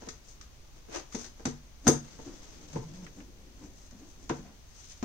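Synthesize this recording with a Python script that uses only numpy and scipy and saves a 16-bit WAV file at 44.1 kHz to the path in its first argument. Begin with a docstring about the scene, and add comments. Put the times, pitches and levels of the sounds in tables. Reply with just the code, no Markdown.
"""A screwdriver seats a screw in a steel bracket on a monitor lying on a table, in a small room.
The tip scrapes and ticks while the plastic housing knocks on the table, up to a hard slip near 1.9 s.
Then the turning screw rumbles through the housing, which shifts under the hand, judders and snaps twice.
Quick twists follow, a sleeve swishes, and one more knock and tick land at the very end.
Throughout, the two ports of the close microphone each ring at their own treble pitch."""
import sys
import numpy as np
from scipy import signal
from scipy.fft import rfft, irfft, next_fast_len
from scipy.io import wavfile
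from scipy.ndimage import map_coordinates

SR = 44100
rng = np.random.default_rng(int(sys.argv[2]) if len(sys.argv) > 2 else 0)


def dump_mix(stems):
    """Bounce the given channels to the path in sys.argv[1] as a 16-bit WAV at rate SR."""
    frames = np.atleast_2d(stems).T  # one column per channel
    limited = np.clip(frames, -1, 1)  # hard clip at full scale
    pcm = np.round(limited * 32767).astype(np.int16)
    wavfile.write(sys.argv[1], SR, pcm)


N = 222637


def amp(db):
    """Decibels to gain."""
    return 10 ** (np.asarray(db) / 20)


def unit(x):
    """Scale to rms 1."""
    return x / np.sqrt(np.mean(x ** 2) + 1e-20)


def along(points, hz):
    """Read (freq_hz, value) points on a log frequency axis."""
    freqs, values = np.transpose(points)
    return np.interp(np.log(hz + 1), np.log(freqs + 1), values)


def fade(t, t60):
    """Exponential decay, 60 dB in t60 seconds."""
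    return np.exp(-np.log(1000) * t / t60)


def stroke(start_s, hold_s, db, rise_db_per_s, fall_db_per_s):
    """Envelope of one stroke: it swells up to db by start_s, holds, then fades."""
    t = np.arange(N) / SR - start_s
    return amp(db - rise_db_per_s * np.maximum(-t, 0) - fall_db_per_s * np.maximum(t - hold_s, 0))


def fader_curves(rows, edge_db_per_s=250):
    """One envelope per level column of (time_s, level_db, ...) rows, fading away at both ends."""
    times, *levels = np.transpose(rows)
    t = np.arange(N) / SR
    outside_s = np.abs(t - np.clip(t, times[0], times[-1]))
    return [amp(np.interp(t, times, db) - edge_db_per_s * outside_s) for db in levels]


def wobble(rate):
    """A smooth random curve, rate knots a second."""
    return map_coordinates(rng.standard_normal(int(N * rate / SR) + 4), [np.arange(N) * rate / SR])


def coloured(x, points):
    """A minimum-phase EQ through (freq_hz, gain_db) points."""
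    n = x.shape[-1]
    size = 2 * next_fast_len(n // 2 + SR // 20)
    cepstrum = irfft(np.log(amp(along(points, np.fft.rfftfreq(size, 1 / SR)))))
    cepstrum[1:size // 2] *= 2
    cepstrum[size // 2 + 1:] = 0
    return irfft(rfft(x, size) * np.exp(rfft(cepstrum)), size)[..., :n]


def add(track, start_s, sound):
    """Mix a sound into the track."""
    part = track[:, max(round(start_s * SR), 0):]
    part[:, :sound.shape[-1]] += sound[:, :part.shape[-1]]


def diffuse(n):
    """Noise from all around: the two close ports share its bass but not its treble."""
    mid = rng.standard_normal(n)
    side = coloured(rng.standard_normal(n), [(50, -10.5), (140, -10.5), (300, -5), (650, -3), (1300, 0.5)])
    return np.array([mid + side, mid - side])


def burst(t, t60, spectrum):
    """A dying stereo cloud of dense modes, played as shaped noise."""
    return unit(coloured(diffuse(len(t)), spectrum)) * fade(t, t60)


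def friction(spectrum, slips_per_s, grain_db, uneven_db):
    """Many small slips of uneven size, each a tiny grain of noise."""
    slips = (rng.random(N) < slips_per_s / SR) * amp(grain_db * rng.standard_normal(N))
    t = np.arange(SR // 100) / SR
    energy = np.abs(signal.fftconvolve(slips ** 2, fade(t, 0.016))[:N])
    grains = np.sqrt(energy) * rng.standard_normal((2, N)) * amp(uneven_db * wobble(45))
    return unit(coloured(grains, spectrum))


# Gritty tone of the tip on steel: freq_hz, gain_db
GRIT_EQ = [(120, -34), (300, 13), (500, 8.5), (1100, 4.5), (2000, 0), (3500, -2.5), (6000, -2),
           (9000, -8.5), (15000, -2.5)]
# Drags of the tip: start_s, hold_s, level_db, treble_db
TIP_DRAGS = [(.01, .1, -58, 2), (.765, .01, -63, 1), (.945, .025, -39, -1), (1.135, .075, -53, 8),
             (1.25, .014, -53, 5), (1.395, .01, -61, 3), (1.858, .008, -53, 6), (2.735, .03, -53, 4),
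             (4.45, .03, -60, -9)]


def scrapes():
    """The tip drags over the bracket in short gritty strokes, some brighter than others."""
    grit = friction(GRIT_EQ, slips_per_s=1300, grain_db=3.5, uneven_db=1.2)
    out = np.zeros((2, N))
    for start_s, hold_s, db, treble_db in TIP_DRAGS:
        envelope = stroke(start_s, hold_s, db, rise_db_per_s=444, fall_db_per_s=403)
        out += envelope * coloured(grit, [(2500, 0.86), (7000, treble_db)])
    return amp(-0.63) * out


# Body modes of the plastic housing: pitch_hz, level_db, t60_s
HOUSING_MODES = [(105, -16, 0.26), (144.4, -3, 0.17), (238, 2, 0.15), (262, -1.5, 0.13), (331, -0.5, 0.12),
                 (398.3, -8.5, 0.14), (441, -4, 0.14), (468, -3.5, 0.13), (536.7, -12, 0.12),
                 (637, -11, 0.077), (735, -9.5, 0.085), (801, -11, 0.07), (891, -9.5, 0.085),
                 (1014, -17.5, 0.075)]


def housing(t, focus_hz, bright_db, focus_db=6):
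    """One ring of the housing, of peak 1; the struck spot favours the modes near focus_hz."""
    hz, db, t60 = np.transpose(HOUSING_MODES)[:, :, None]
    spot_db = focus_db * np.exp(-(np.log2(hz / focus_hz) / 0.5) ** 2)
    tilt_db = along([(380, 0.015), (800, bright_db)], hz)
    level = amp(db + spot_db + tilt_db + rng.standard_normal(hz.shape))
    phase = hz / 1000 * rng.standard_normal(hz.shape) * [[[1]], [[-1]]]  # higher modes sound wider
    modes = level * fade(t, t60) * np.sin(2 * np.pi * hz * t + phase)
    ring = -np.sum(modes, axis=1) * (1 - fade(t, 0.012))
    return ring / np.abs(ring).max()


# Hollow tone of the plastic clack: freq_hz, gain_db
CLACK_EQ = [(60, -26), (200, -11), (450, 0), (1000, 0.5), (1600, -5), (2400, -13), (3500, -17), (7000, -30),
            (15000, -48)]
# Housing hits, two or three in a row when it rocks:
# start_s, level_db, focus_hz, focus_boost_db, clack_vs_ring_db
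HOUSING_HITS = [(0.021, -41, 357, 5, -3), (0.0734, -36, 470, 1.5, -9.5), (0.8864, -42.5, 490, 8, -8),
                (1.146, -30.5, 230, 7, -7), (1.1509, -33, 380, 9, -12), (1.396, -44, 372, 11, -1),
                (1.4551, -25.5, 229, 20, -3), (1.467, -25.5, 149, 7.5, -13.5),
                (1.8691, -14.5, 226, 12.5, -1.5), (1.8826, -10.5, 470, 1, -12.5),
                (1.8853, -16, 269, 20, -14), (2.19, -38.5, 256, -1.5, -7.5), (2.759, -28, 415, 5.5, -7.5),
                (4.2976, -23.5, 492, 7, 0), (4.3004, -25, 312, 16, -9.5), (4.3123, -34, 160, 19, -8),
                (5.0269, -24.5, 257, 10.5, -5)]


def knocks():
    """The housing meets the table: a sharp push, a short plastic clack, then low panel modes."""
    out, t = np.zeros((2, N)), np.arange(SR // 3) / SR
    push = -coloured(1.0 * (t == 0), CLACK_EQ)
    push /= np.abs(push).max()
    for start_s, db, focus_hz, focus_db, clack_db in HOUSING_HITS:
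        ring = housing(t, focus_hz, bright_db=clack_db + 12.5, focus_db=focus_db)
        clack = amp(-2) * push + amp(-10.5) * burst(t, 0.11, CLACK_EQ)
        add(out, start_s, amp(db) * (ring + amp(clack_db) * clack))
    return out


# Clear ring of the bracket and shaft: pitch_hz, level_db, t60_s
STEEL_MODES = [(4800, -9, 0.18), (6030, 5, 0.04), (6210, 1.5, 0.05), (6548, 7.5, 0.07), (7760, -7, 0.18),
               (8366, 5.5, 0.08), (9450, 6, 0.06), (14850, 7, 0.07)]
# Sharp attack of a tick: freq_hz, gain_db
CRACK_EQ = [(300, -46), (1200, 10.5), (3500, -0.5), (9000, 6.5), (15000, 2)]
# Bright tail of dense steel modes: freq_hz, gain_db
SHIMMER_EQ = [(2500, -27), (3600, 9), (7000, 6.5), (9500, 1.5), (15000, 5.5)]
# Steel touching steel: start_s, level_db
STEEL_HITS = [(0.087, -25), (0.4118, -33.5), (1.1236, -34), (1.149, -24), (1.2429, -30.5), (1.454, -18),
              (1.8692, -15.5), (1.878, -8.5), (3.909, -41), (4.293, -27), (5.027, -30.5)]


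def ticks():
    """The tip strikes with a crack and a shimmer, then bounces once; only hard slips make the steel sing."""
    out, t = np.zeros((2, N)), np.arange(SR // 3) / SR
    hz, mode_db, t60 = np.transpose(STEEL_MODES)[:, :, None]
    bounce_s, bounce_loss_db, blur_rad = 0.0029, 3, 0.04
    hardest_db = max(db for _, db in STEEL_HITS)
    contacts = [(s + k * bounce_s, db - k * bounce_loss_db) for s, db in STEEL_HITS for k in range(2)]
    for start_s, db in contacts:
        hardness_db = 2.57 * (db - hardest_db)
        level = amp(mode_db - 26 + hardness_db + 1.6 * rng.standard_normal((2, len(hz), 1)))
        phase = 2 * np.pi * rng.random((2, len(hz), 1))
        # The loose contact roughens the ring.
        blur = blur_rad * np.cumsum(rng.standard_normal((len(hz), len(t))), axis=1)
        ring = np.sum(level * fade(t, t60) * np.sin(2 * np.pi * hz * t + phase + blur), axis=1)
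        crack = burst(t, 0.02, CRACK_EQ) * (1 - fade(t, 0.002))
        crack = coloured(crack, [(7000, 0.012), (13000, 13 + hardness_db)])  # light touches are duller
        shimmer = burst(t, 0.086, SHIMMER_EQ)
        add(out, start_s, amp(db) * (ring + amp(-8.5) * crack + amp(-21.5) * shimmer))
    return out


# Tone of the rubbing screw: freq_hz, gain_db
RUB_EQ = [(200, 7), (600, 4), (1200, -1.5), (2500, -4), (5000, -3.5), (8000, -5.5), (15000, -42)]
# Flicks of the screwdriver: start_s, level_db
QUICK_TWISTS = [(0.285, -54), (3.179, -54), (3.639, -55), (3.775, -54.5), (3.86, -58), (3.998, -59),
                (4.09, -56.5), (4.24, -55), (4.37, -56.5)]
# The long turn under the hand's pressure: time_s, rumble_db, rub_db
STEADY_TURN = [(2.05, -65.5, -59), (2.56, -61.5, -59), (3.06, -58, -63), (3.3, -63.5, -85),
               (3.58, -63.5, -74), (3.95, -72.5, -98), (4.39, -62, -67), (4.6, -73, -76)]


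def screw():
    """The screw rubs in quick twists and in one long turn, which also shakes the housing."""
    twists = sum(stroke(start_s, hold_s=0.0043, db=db, rise_db_per_s=310, fall_db_per_s=279)
                 for start_s, db in QUICK_TWISTS)
    rumble_gain, rub_gain = fader_curves(STEADY_TURN)
    t = np.arange(SR // 8) / SR
    panel = housing(t, focus_hz=300, bright_db=-10.5) * fade(t, 0.019)  # the gripping hand damps it
    rumble = signal.fftconvolve(rng.standard_normal((1, N)), panel, axes=1)[:, :N]
    rumble = unit(rumble * amp(1.5 * wobble(22.27)))
    rub = friction(RUB_EQ, slips_per_s=1100, grain_db=3.5, uneven_db=1.8)
    thin_rub = coloured(rub, [(2500, -13), (7000, -2)])  # a light, fast twist is thinner
    return twists * thin_rub + rumble_gain * rumble + amp(-0.5) * rub_gain * rub


# Soft nudges of the housing: start_s, hold_s, pitch_hz, level_db
HAND_PUSHES = [(1.875, 0.003, 300, -36), (2.278, 0.015, 323, -45), (2.606, 0.009, 300, -54),
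               (3.18, 0.019, 285, -50), (3.627, 0.017, 298, -47.5), (3.921, 0.028, 240, -56),
               (4.014, 0.016, 318, -53), (4.386, 0.0092, 245, -47.5), (4.454, 0.015, 745, -65.5),
               (4.483, 0.021, 262, -59.5)]


def shifts():
    """Each push of the hand slides the housing a little; the rub sounds through one broad resonance."""
    out, rub = np.zeros(N), rng.standard_normal(N)
    for start_s, hold_s, hz, db in HAND_PUSHES:
        panel_eq = [(hz / 2, -17), (hz, 0), (1.23 * hz, -15), (3000, -42), (8000, -70)]
        envelope = stroke(start_s, hold_s, db, rise_db_per_s=603, fall_db_per_s=252)
        out += envelope * unit(coloured(rub, panel_eq))
    return out


# Groan of the housing's edge along the table: time_s, pitch_hz, level_db
EDGE_GROAN = [(2.735, 145, -51), (2.762, 166, -35.5), (2.81, 120, -44), (2.849, 172, -45.5),
              (2.908, 151, -58), (2.957, 183, -54), (3.03, 174, -51.5), (3.1, 127, -56)]


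def judder():
    """The edge sticks and slips unsteadily: a low groan; hard slips also rasp in the upper panel modes."""
    times, hz, db = np.transpose(EDGE_GROAN)
    slips_per_s = np.interp(np.arange(N) / SR, times, hz) * (1 + 0.05 * wobble(90))
    cycles = np.cumsum(slips_per_s) / SR
    force, = fader_curves(np.column_stack([times, db]), edge_db_per_s=900)
    slips = np.diff(np.floor(cycles), prepend=0) * rng.standard_normal(N)  # one kick per cycle
    panel = housing(np.arange(SR // 8) / SR, focus_hz=1020, bright_db=2.5, focus_db=14.5)
    rasp = unit(signal.fftconvolve(slips[None], panel, axes=1)[:, :N]) * np.sqrt(force / force.max())
    groan = np.sin(2 * np.pi * cycles)
    return force * amp(3 + 2 * wobble(70)) * (groan + amp(-11) * rasp)


# Dry, midrange tone of a snap: freq_hz, gain_db
SNAP_EQ = [(400, -18), (1400, -10.5), (2000, -6), (3300, -19), (6000, -28)]
# Snaps in the shell: start_s, level_db
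SHELL_SNAPS = [(3.066, -39), (3.2026, -43)]


def snaps():
    """The plastic shell gives tiny dry snaps under load."""
    out, t = np.zeros((2, N)), np.arange(SR // 10) / SR
    for start_s, db in SHELL_SNAPS:
        add(out, start_s, amp(db - 8) * burst(t, 0.066, SNAP_EQ))
    return out


# Airy tone of cloth: freq_hz, gain_db
CLOTH_EQ = [(400, -16), (1500, -7), (3500, -2), (6500, -0.5), (9000, -4.5), (15000, -23)]
# One pass of the sleeve: start_s, hold_s, level_db
SLEEVE_PASS = (4.80, .085, -57.5)


def sleeve():
    """A sleeve brushes past: fine, dense friction that blurs into a swish."""
    envelope = stroke(*SLEEVE_PASS, rise_db_per_s=110, fall_db_per_s=62)
    return amp(-1.5) * envelope * friction(CLOTH_EQ, slips_per_s=2400, grain_db=4, uneven_db=3)


# Reverb time of the small room: freq_hz, t60_s
ROOM_DECAY = [(100, 0.42), (300, 0.25), (1000, 0.29), (4000, 0.28), (15000, 0.18)]


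def room(x, predelay_s=0.0054):
    """The walls answer after a few milliseconds, each frequency dying at its own speed."""
    hz, t, spectrogram = signal.stft(diffuse(SR // 2), SR, nperseg=256)
    _, tail = signal.istft(spectrogram * fade(t, along(ROOM_DECAY, hz)[:, None]), SR, nperseg=256)
    tail = np.pad(tail / np.linalg.norm(tail[0]), ((0, 0), (round(predelay_s * SR), 0)))
    return signal.fftconvolve(x, tail, axes=1)[:, :N]


# Quiet, bass-heavy room tone: freq_hz, gain_db
ROOM_TONE_EQ = [(25, 2.5), (52, 3), (75, -2.5), (130, -11.5), (350, -19), (700, -23), (1500, -28.5),
                (4000, -30), (6300, -35), (9000, -36.5), (15000, -56)]


def scene():
    """Everything on the table, with reverb, over a bed of room tone."""
    thuds = knocks() + judder() + shifts()
    steel = ticks()
    rubs = scrapes() + screw() + sleeve()
    room_tone = amp(-55) * unit(coloured(diffuse(N), ROOM_TONE_EQ))
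    reverb_send = amp(-9) * thuds + amp(-5) * steel + amp(-6.5) * rubs
    return thuds + steel + rubs + snaps() + room(reverb_send) + room_tone


# Colour of the two microphone ports: freq_hz, left_db, right_db
PORT_EQ = [(100, 2.5, 3), (410, 3, 0), (2350, 2, 2.5), (4050, 4, 1), (5630, 9.5, 2.5), (6280, 16, 0),
           (6990, 6.5, 0), (8080, -0.5, -1), (8770, -6, 4.5), (9470, -22, -3), (10260, -17, -22),
           (15200, -21, -19)]
# Hiss of the electronics: freq_hz, gain_db
HISS_EQ = [(9000, -72), (15000, -67.5)]


def record(dry):
    """Each port adds its resonance, the electronics a faint hiss; nothing passes the band limit."""
    ports, top_hz = np.array(PORT_EQ), 15800
    heard = np.array([coloured(dry[0], ports[:, [0, 1]]), coloured(dry[1], ports[:, [0, 2]])])
    heard += coloured(rng.standard_normal((2, N)), HISS_EQ)
    size = next_fast_len(N + SR // 10)
    passband = np.fft.rfftfreq(size, 1 / SR) < top_hz
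    return irfft(rfft(heard, size) * passband, size)[:, :N]


dry = scene()
out = record(dry)
dump_mix(out)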